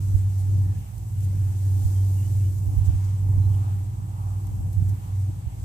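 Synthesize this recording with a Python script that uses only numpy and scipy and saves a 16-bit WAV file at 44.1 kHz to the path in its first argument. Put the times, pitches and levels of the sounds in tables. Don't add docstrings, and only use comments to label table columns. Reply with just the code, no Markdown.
import sys
import numpy as np
from scipy import signal
from scipy.fft import rfft, irfft, next_fast_len
from scipy.io import wavfile
from scipy.ndimage import map_coordinates

SR = 44100
rng = np.random.default_rng(int(sys.argv[2]) if len(sys.argv) > 2 else 0)


def rack_gain(trim_db):
    fader = np.asarray(trim_db, float)
    return 10 ** (fader / 20)


def unload_audio(sound):
    columns = np.transpose(np.atleast_2d(sound))
    steps = np.round(np.clip(columns, -1, 1) * 32767)
    wavfile.write(sys.argv[1], SR, steps.astype(np.int16))


N = 248724
TIME_S = np.arange(N) / SR

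# frequency in [Hz], density in [dB per Hz].
AIR_SPECTRUM = [(500, -12.5), (1300, -0.5), (2000, 0.5), (3000, -1), (3600, -4.5), (5000, -9),
                (16000, -9.5)]
# frequency in [Hz], density in [dB per Hz].
ROAD_SPECTRUM = [(450, -36), (640, -6.5), (770, 1.5), (950, -0.5), (1180, -3), (1300, -7), (1800, -27.5),
                 (3000, -27)]
# time in [s], level in [dB], nearness as brightness in [dB].
TRAFFIC = [(0, -68, 5), (.42, -61, -12.5), (.58, -67, 1), (.75, -62, -10), (1.2, -64.5, -7.5),
           (1.68, -60.5, -16), (2.2, -59, -15), (2.52, -65, -7), (2.85, -56.5, -7), (3.08, -69.5, 10.5),
           (3.3, -61, -4), (3.68, -60.5, 4.5), (3.92, -63.5, -3), (4.15, -62, 2.5), (4.4, -60.5, -1),
           (4.75, -60, -10), (5.05, -63.5, 1.5), (5.64, -61, -15)]
# frequency in [Hz], density in [dB per Hz].
GRASS_SPECTRUM = [(3000, -14), (4300, -7.5), (5600, -3.5), (6400, -1.5), (7400, -2), (8600, -1.5),
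                  (9300, -5), (10200, -5.5), (11300, -2), (11800, -3.5), (13000, -1), (14200, -4),
                  (15600, -4)]
# time in [s], level in [dB], thin tips against broad blades in [dB].
SWAY = [(0, -59.5, -0.5), (.3, -61, -0.5), (.56, -60, -2.5), (.95, -65.5, 1), (1.2, -63.5, 1.5),
        (1.55, -60, 0.5), (1.85, -56, 1.5), (2.35, -58, 1), (2.66, -62, 2.5), (3.05, -59, -5),
        (3.25, -65, 0.5), (3.5, -62, 0.5), (4.06, -67, -1), (4.48, -64, 0.5), (4.98, -65.5, 1),
        (5.22, -63.5, -2.5), (5.46, -65.5, -3), (5.64, -64, -3)]
# time in [s], rise left in [dB], rise right in [dB], length in [ms].
RUSTLES = [(.032, 3, 0, 28), (.182, 4.5, 0, 40), (.4, 6, 1, 32), (0.587, 3.5, -3, 30),
           (1.242, 7.5, 2.5, 39), (2.584, -0.5, 3, 28), (2.783, 4.5, 2, 15), (2.866, 1, 8.5, 25),
           (3.048, 4, 6, 12), (4.736, 4, 2, 24), (4.895, 5, 7, 18), (5.22, 3.5, 2.2, 63)]
# time in [s], peak in [dB], frequency in [Hz], left minus right in [dB].
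TICKS = [
    (0.9803, -34.5, 8000, 3),
    (1.207, -34, 7880, 0.5),
    (2.852, -37, 6560, 0),
    (3.3861, -47.5, 5040, 0),
    (4.4698, -36, 8130, -8),
    (4.731, -35, 7800, 0.0),
    (4.891, -38, 7480, 1),
    (5.5993, -40.5, 7700, 8),
]
# frequency in [Hz], width in [Hz], level in [dB].
WING_RESONANCES = [
    (7720, 140, -68),
    (7990, 320, -67),
    (11350, 300, -75),
]
# start in [s], length in [s], start pitch in [Hz], end pitch in [Hz], level in [dB].
CHIRPS = [(0.641, .075, 1780, 1950, -69), (.68, 0.055, 1660, 1820, -68), (0.735, 0.053, 1660, 1740, -68),
          (1.94, 0.089, 3080, 3200, -66.5), (2.155, 0.083, 2930, 2680, -66),
          (2.22, 0.06, 2900, 3090, -65.5), (2.389, 0.04, 2720, 2720, -67.5), (2.43, .05, 2780, 3010, -68),
          (2.39, .08, 2250, 2330, -73), (2.619, 0.064, 2700, 2770, -71), (3.42, 0.046, 4050, 3980, -68),
          (3.507, 0.057, 3170, 3240, -69), (3.52, .04, 2950, 2900, -68)]
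# frequency in [Hz], density in [dB per Hz].
ROLL_SPECTRUM = [(15, -17), (30, -28), (45, -2.5), (60, -4), (85, -0.5), (105, 3), (140, -8), (160, -9),
                 (200, -20), (260, -29.5), (400, -38.5)]
# frequency in [Hz], density in [dB per Hz].
WHOOSH_SPECTRUM = [(150, -2), (230, -6), (295, 4), (340, -1.5), (420, -13), (600, -15.5), (1000, -27),
                   (2000, -39.5)]
# time in [s], gust strength in [dB], veer towards the left port in [dB].
WIND = [(0, -51, -1), (.3, -57.5, 5), (.56, -49.5, 4), (.95, -62.5, -3), (1.3, -53.5, 3.5), (1.55, -53, -2),
        (1.8, -51, 7), (2.15, -49, 0), (2.5, -53.5, 7), (2.75, -51, -10), (3.1, -55, -2),
        (3.4, -50.5, -5.5), (3.95, -56.5, 3), (4.4, -56, -4.5), (4.62, -52.5, 6), (4.88, -54, -12),
        (5.2, -56, 0), (5.64, -58.5, -0.5)]
# time in [s], peak in [dB], frequency in [Hz], length in [ms].
BUFFETS = [(0.153, -7.5, 74, 19.4), (0.193, -24, 96, 10), (1.672, -41, 80.03, 17),
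           (1.716, -44, 81.08, 22.3), (1.747, -29, 79.2, 13), (1.858, -7, 86, 15), (1.88, -23, 56.5, 5.0),
           (1.893, -22, 77.0, 11.6), (2.027, -30, 75.27, 20.0), (2.548, -25, 74.0, 14.0),
           (2.59, -32, 75.0, 16.1), (2.682, -15, 62.5, 23.0), (2.718, -24, 75, 19), (2.75, -20, 73, 12.4),
           (2.786, -10.5, 58.75, 30.0), (2.822, -13, 70.6, 15), (2.851, -19, 62.17, 14.0),
           (2.892, -6.5, 75.6, 22.8), (2.954, -12.5, 71, 19), (3.064, -38, 68.3, 18.4),
           (3.259, -30, 78.3, 28.0), (3.384, -10, 75.96, 17.4), (3.425, -35, 65, 23.0),
           (3.603, -34, 65.5, 40.0), (4.785, -10, 82, 23), (4.806, -22, 110.0, 6.8),
           (4.825, -11.5, 119, 10.5), (4.895, -16.5, 101, 19), (4.914, -26, 78.0, 9.3),
           (5.473, -16, 75, 15)]
# time in [s], peak in [dB], frequency in [Hz], length in [ms].
FLICKS = [
    (2.74, -23, 170, 4.8),
    (2.905, -29.5, 240, 4.2),
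    (5.3, -29.5, 299, 9),
    (4.829, -26, 206, 6.5),
    (4, -28, 170, 8),
]
# time in [s], big pump firing in [Hz], small pump firing in [Hz].
SPEED = [(0, 96.6, 57), (.55, 96.3, 57.2), (.9, 97.5, 57.1), (1.4, 96.2, 57.5), (2, 96.1, 58.1),
         (2.7, 96.7, 58), (3.6, 96.5, 58), (4.2, 96.9, 57.4), (4.8, 96.1, 57.1), (5.3, 95.7, 58.1),
         (5.64, 96.2, 58.5)]
# time in [s], level in [dB].
BIG_LEVEL = [(0, -23), (.22, -23), (.58, -20.5), (.76, -27), (1.1, -30.5), (1.43, -19), (1.76, -20),
             (2.2, -22), (2.42, -21), (2.75, -25), (3.08, -21.5), (3.42, -19.5), (3.74, -25), (4.2, -27),
             (4.62, -29.5), (4.84, -23.5), (5.2, -23), (5.64, -28)]
# time in [s], level in [dB].
SMALL_LEVEL = [(0, -46), (.22, -34.5), (.45, -42.5), (.76, -32.5), (.9, -47), (1.05, -35.5), (1.3, -44),
               (1.55, -36), (1.9, -44), (2.4, -31), (2.85, -39), (3.12, -40.5), (3.4, -29), (3.75, -36.5),
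               (4.1, -36), (4.62, -36.5), (4.85, -30.5), (5.64, -45.5)]
# time in [s], depth in [dB], width in [s].
FADES = [
    (.33, 2.5, 0.038),
    (.9, 22, 0.047),
    (1.54, 5, 0.076),
    (1.87, 1, 0.047),
    (2.54, 4, 0.046),
    (3.19, 2, 0.039),
    (4.02, 8, 0.096),
    (5.05, 11.5, 0.061),
    (5.47, 13.5, 0.097),
]
# level against the strongest in [dB], waver in [dB].
SMALL_MULTIPLES = [
    (-7.5, 4.5),
    (0, 2.2),
    (-16, 2),
]
# frequency in [Hz], left minus right in [dB].
SHADE = [(60, -2.5), (500, 2.3), (770, -5.5), (1200, 0.9), (4300, 1.4), (6000, -3.5), (8500, -1),
         (9900, 5.5), (11300, 4), (12500, 0), (15000, -2)]


def columns(table):
    s, *cols = np.transpose(table)
    return [np.interp(TIME_S, s, col) for col in cols]


def on_log(table, hz):
    table_hz, value = np.transpose(table)
    return np.interp(np.log(hz), np.log(table_hz), value)


def walk(rate_hz):
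    knots = rng.standard_normal(1200)
    wander = map_coordinates(knots, [np.arange(0, N, 64) * rate_hz / SR], order=2)
    return wander.repeat(64)[:N]


def bump(t_s, width_s):
    return np.exp(-.5 * (t_s / width_s) ** 2)


def bed(spectrum, like, swell_db, flicker_db, flicker_hz, lag_s=0., swell_hz=4.904):
    size = next_fast_len(N)
    hz = np.maximum(np.arange(size // 2 + 1) * SR / size, 1)
    right, other = rfft(rng.standard_normal((2, size)))
    left = (like * right + np.sqrt(1 - like ** 2) * other) * np.exp(-2j * np.pi * hz * lag_s)
    pair = np.array([left, right]) * rack_gain(on_log(spectrum, hz))
    half_octave = 2 * np.log2(hz)
    first, last = int(2 * np.log2(spectrum[0][0])), int(2 * np.log2(spectrum[-1][0]))
    out, swell = 0, walk(swell_hz)
    for band in range(first, last + 2):
        stop = np.searchsorted(half_octave, band + 1)
        window = np.cos(np.pi / 2 * np.maximum(half_octave[:stop] - band, -1)) ** 2
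        noise = irfft(pair[:, :stop] * window, size)[:, :N]
        out = out + noise * rack_gain(swell_db * swell + flicker_db * walk(flicker_hz))
    return out / np.sqrt(np.mean(out ** 2))


def brighten(x, hz, db):
    top = signal.sosfilt(signal.butter(4, hz, "high", fs=SR, output="sos"), x)
    rest = signal.sosfilt(signal.butter(4, hz, "low", fs=SR, output="sos"), x)
    return rest + rack_gain(db) * top


def add(out, s, sound):
    i = int(s * SR) - sound.shape[-1] // 2
    out[:, i:i + sound.shape[-1]] += sound


def still_air():
    sway_db, _ = columns(SWAY)
    air = bed(AIR_SPECTRUM, like=0.17, swell_db=1.47, flicker_db=1.2, flicker_hz=10, lag_s=0.00022)
    return rack_gain(0.45 * (sway_db + 5.0) - 34.5) * air


def road():
    road_db, near_db = columns(TRAFFIC)
    hum = bed(ROAD_SPECTRUM, like=0.74, swell_db=0.8, flicker_db=1.66, flicker_hz=10, lag_s=0.00039)
    return rack_gain(road_db + 5.0) * brighten(hum, 916, near_db + 0.5)


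def grass():
    sway_db, tips_db = columns(SWAY)
    usual_db, duller_db_per_db = -63, .3
    bright_db = tips_db - duller_db_per_db * (sway_db - usual_db)
    hiss = bed(GRASS_SPECTRUM, like=.02, swell_db=.4, flicker_db=.7, flicker_hz=14, swell_hz=19)
    brush_db = np.zeros((2, N))
    for s, left_db, right_db, ms in RUSTLES:
        brush_db += np.outer([left_db, right_db], bump(TIME_S - s, ms * 0.00042))
    return rack_gain(sway_db + 5.42 + brush_db) * brighten(hiss, 8300, bright_db)


def snapping_blades():
    out, t = np.zeros((2, N)), np.arange(-800, 800)
    decay = np.exp(-np.abs(t) / np.where(t < 0, 25., 170.))
    for s, db, hz, pan_db in TICKS:
        crack = rng.standard_normal((2, len(t))) * decay
        crack = signal.sosfilt(signal.butter(2, .7 * hz, "high", fs=SR, output="sos"), crack)
        pan = np.array([[pan_db], [-pan_db]]) / 2
        add(out, s, rack_gain(db - 9.5 + pan) * crack)
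    return out


def insect():
    beats_hz, first_s = 9.015, .085
    beat = np.cos(2 * np.pi * beats_hz * (TIME_S - first_s))
    effort = (.6 + .75 * np.exp(1.5 * (beat - 1))) * rack_gain(2.2 * walk(6))
    out = 0
    for hz, width_hz, db in WING_RESONANCES:
        band_hz = [hz - width_hz / 2, hz + width_hz / 2]
        wing = signal.butter(1, band_hz, "band", fs=SR, output="sos")
        scrape = signal.sosfilt(wing, rng.standard_normal((2, N)))
        out = out + scrape / scrape.std() * rack_gain(db)
    return out * effort * rack_gain([[1.5], [-1.5]])


def bird():
    out = np.zeros((2, N))
    hoarse, warble = walk(190), walk(45)
    for s, length_s, start_hz, end_hz, db in CHIRPS:
        count, i = int(length_s * SR), int(s * SR)
        hz = np.linspace(start_hz, end_hz, count) * (1 + .018 * warble[i:i + count])
        note = np.sin(2 * np.pi * np.cumsum(hz) / SR) * np.hanning(count) ** 0.2
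        grain = .9 + .5 * hoarse[i:i + count]
        add(out, s + length_s / 2, rack_gain(db + 4) * note * grain * np.array([[.8], [1]]))
    return out


def wind_roll():
    gust_db, veer_db = columns(WIND)
    roll = bed(ROLL_SPECTRUM, like=0.93, swell_db=1.64, flicker_db=-0.3, flicker_hz=6.6)
    usual_roll_db, usual_gust_db, follow_db_per_db = -33.5, -52.5, 0.52
    roll_db = usual_roll_db + follow_db_per_db * (gust_db - usual_gust_db)
    return roll * rack_gain([roll_db + side * veer_db / 2 + 3 * walk(6) for side in (1, -1)])


def wind_whoosh():
    gust_db, _ = columns(WIND)
    whoosh = bed(WHOOSH_SPECTRUM, like=0.3, swell_db=0.06, flicker_db=2.24, flicker_hz=12, lag_s=0.00012)
    return rack_gain(gust_db + 3.0) * whoosh


def wind_thumps():
    out, t = np.zeros((2, N)), np.arange(-2000, 2000) / SR
    for s, db, hz, ms in BUFFETS + FLICKS:
        push = bump(t, ms * 0.00043)
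        swing = np.cos(2 * np.pi * (hz * t * (1 - 2.8 * t) + rng.random()))
        sharpened = swing + 0.14 * swing ** 2 + 0.032 * swing ** 3
        slap = np.cos(2 * np.pi * 2.28 * hz * t) + 0.29 * np.cos(2 * np.pi * 3.39 * hz * t)
        thump = rack_gain(db - 2.0) * push * (sharpened + 0.048 * slap)
        add(out, s, thump * np.array([[.03], [1]]))
    return out


def tone(hz, db, lead_rad=0.):
    phase = 2 * np.pi * np.cumsum(hz) / SR + 6 * rng.random()
    return np.sqrt(2) * rack_gain(db) * np.sin([phase + lead_rad, phase])


def big_pump():
    (hz, _), (db,) = columns(SPEED), columns(BIG_LEVEL)
    for s, depth_db, width_s in FADES:
        db = db - depth_db * bump(TIME_S - s, width_s)
    waver = walk(9)
    hz = hz + .45 * waver[::-1]
    firing = tone(hz, db + waver)
    double = tone(2 * hz, 0.68 * db - 42.5 + 2.0 * walk(5.1), lead_rad=0.13)
    return firing + double


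def small_pump():
    (_, hz), (db,) = columns(SPEED), columns(SMALL_LEVEL)
    out = 0
    for multiple, (step_db, waver_db) in enumerate(SMALL_MULTIPLES, 1):
        out = out + tone(multiple * hz, db + step_db + waver_db * walk(8), lead_rad=-0.18)
    return out


def scene():
    background = still_air() + road() + grass() + snapping_blades() + insect() + bird()
    wind = wind_roll() + wind_whoosh() + wind_thumps()
    return background + wind + big_pump() + small_pump()


def roll_off(x):
    return signal.sosfilt(signal.butter(12, 15750, fs=SR, output="sos"), x)


def record(dry):
    size = next_fast_len(N + 2048)
    hz = np.maximum(np.arange(size // 2 + 1) * SR / size, 1)
    shade_db = on_log(SHADE, hz)
    faded_in = dry * np.minimum(np.arange(N) / 220, 1)
    padded = np.pad(faded_in, ((0, 0), (0, size - N)), "linear_ramp")
    top_hz = 15500
    response = rack_gain([shade_db / 2, -shade_db / 2]) * (hz < top_hz)
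    mix = irfft(rfft(padded) * response, size)[:, :N]
    return roll_off(mix)


dry = scene()
out = record(dry)
unload_audio(out)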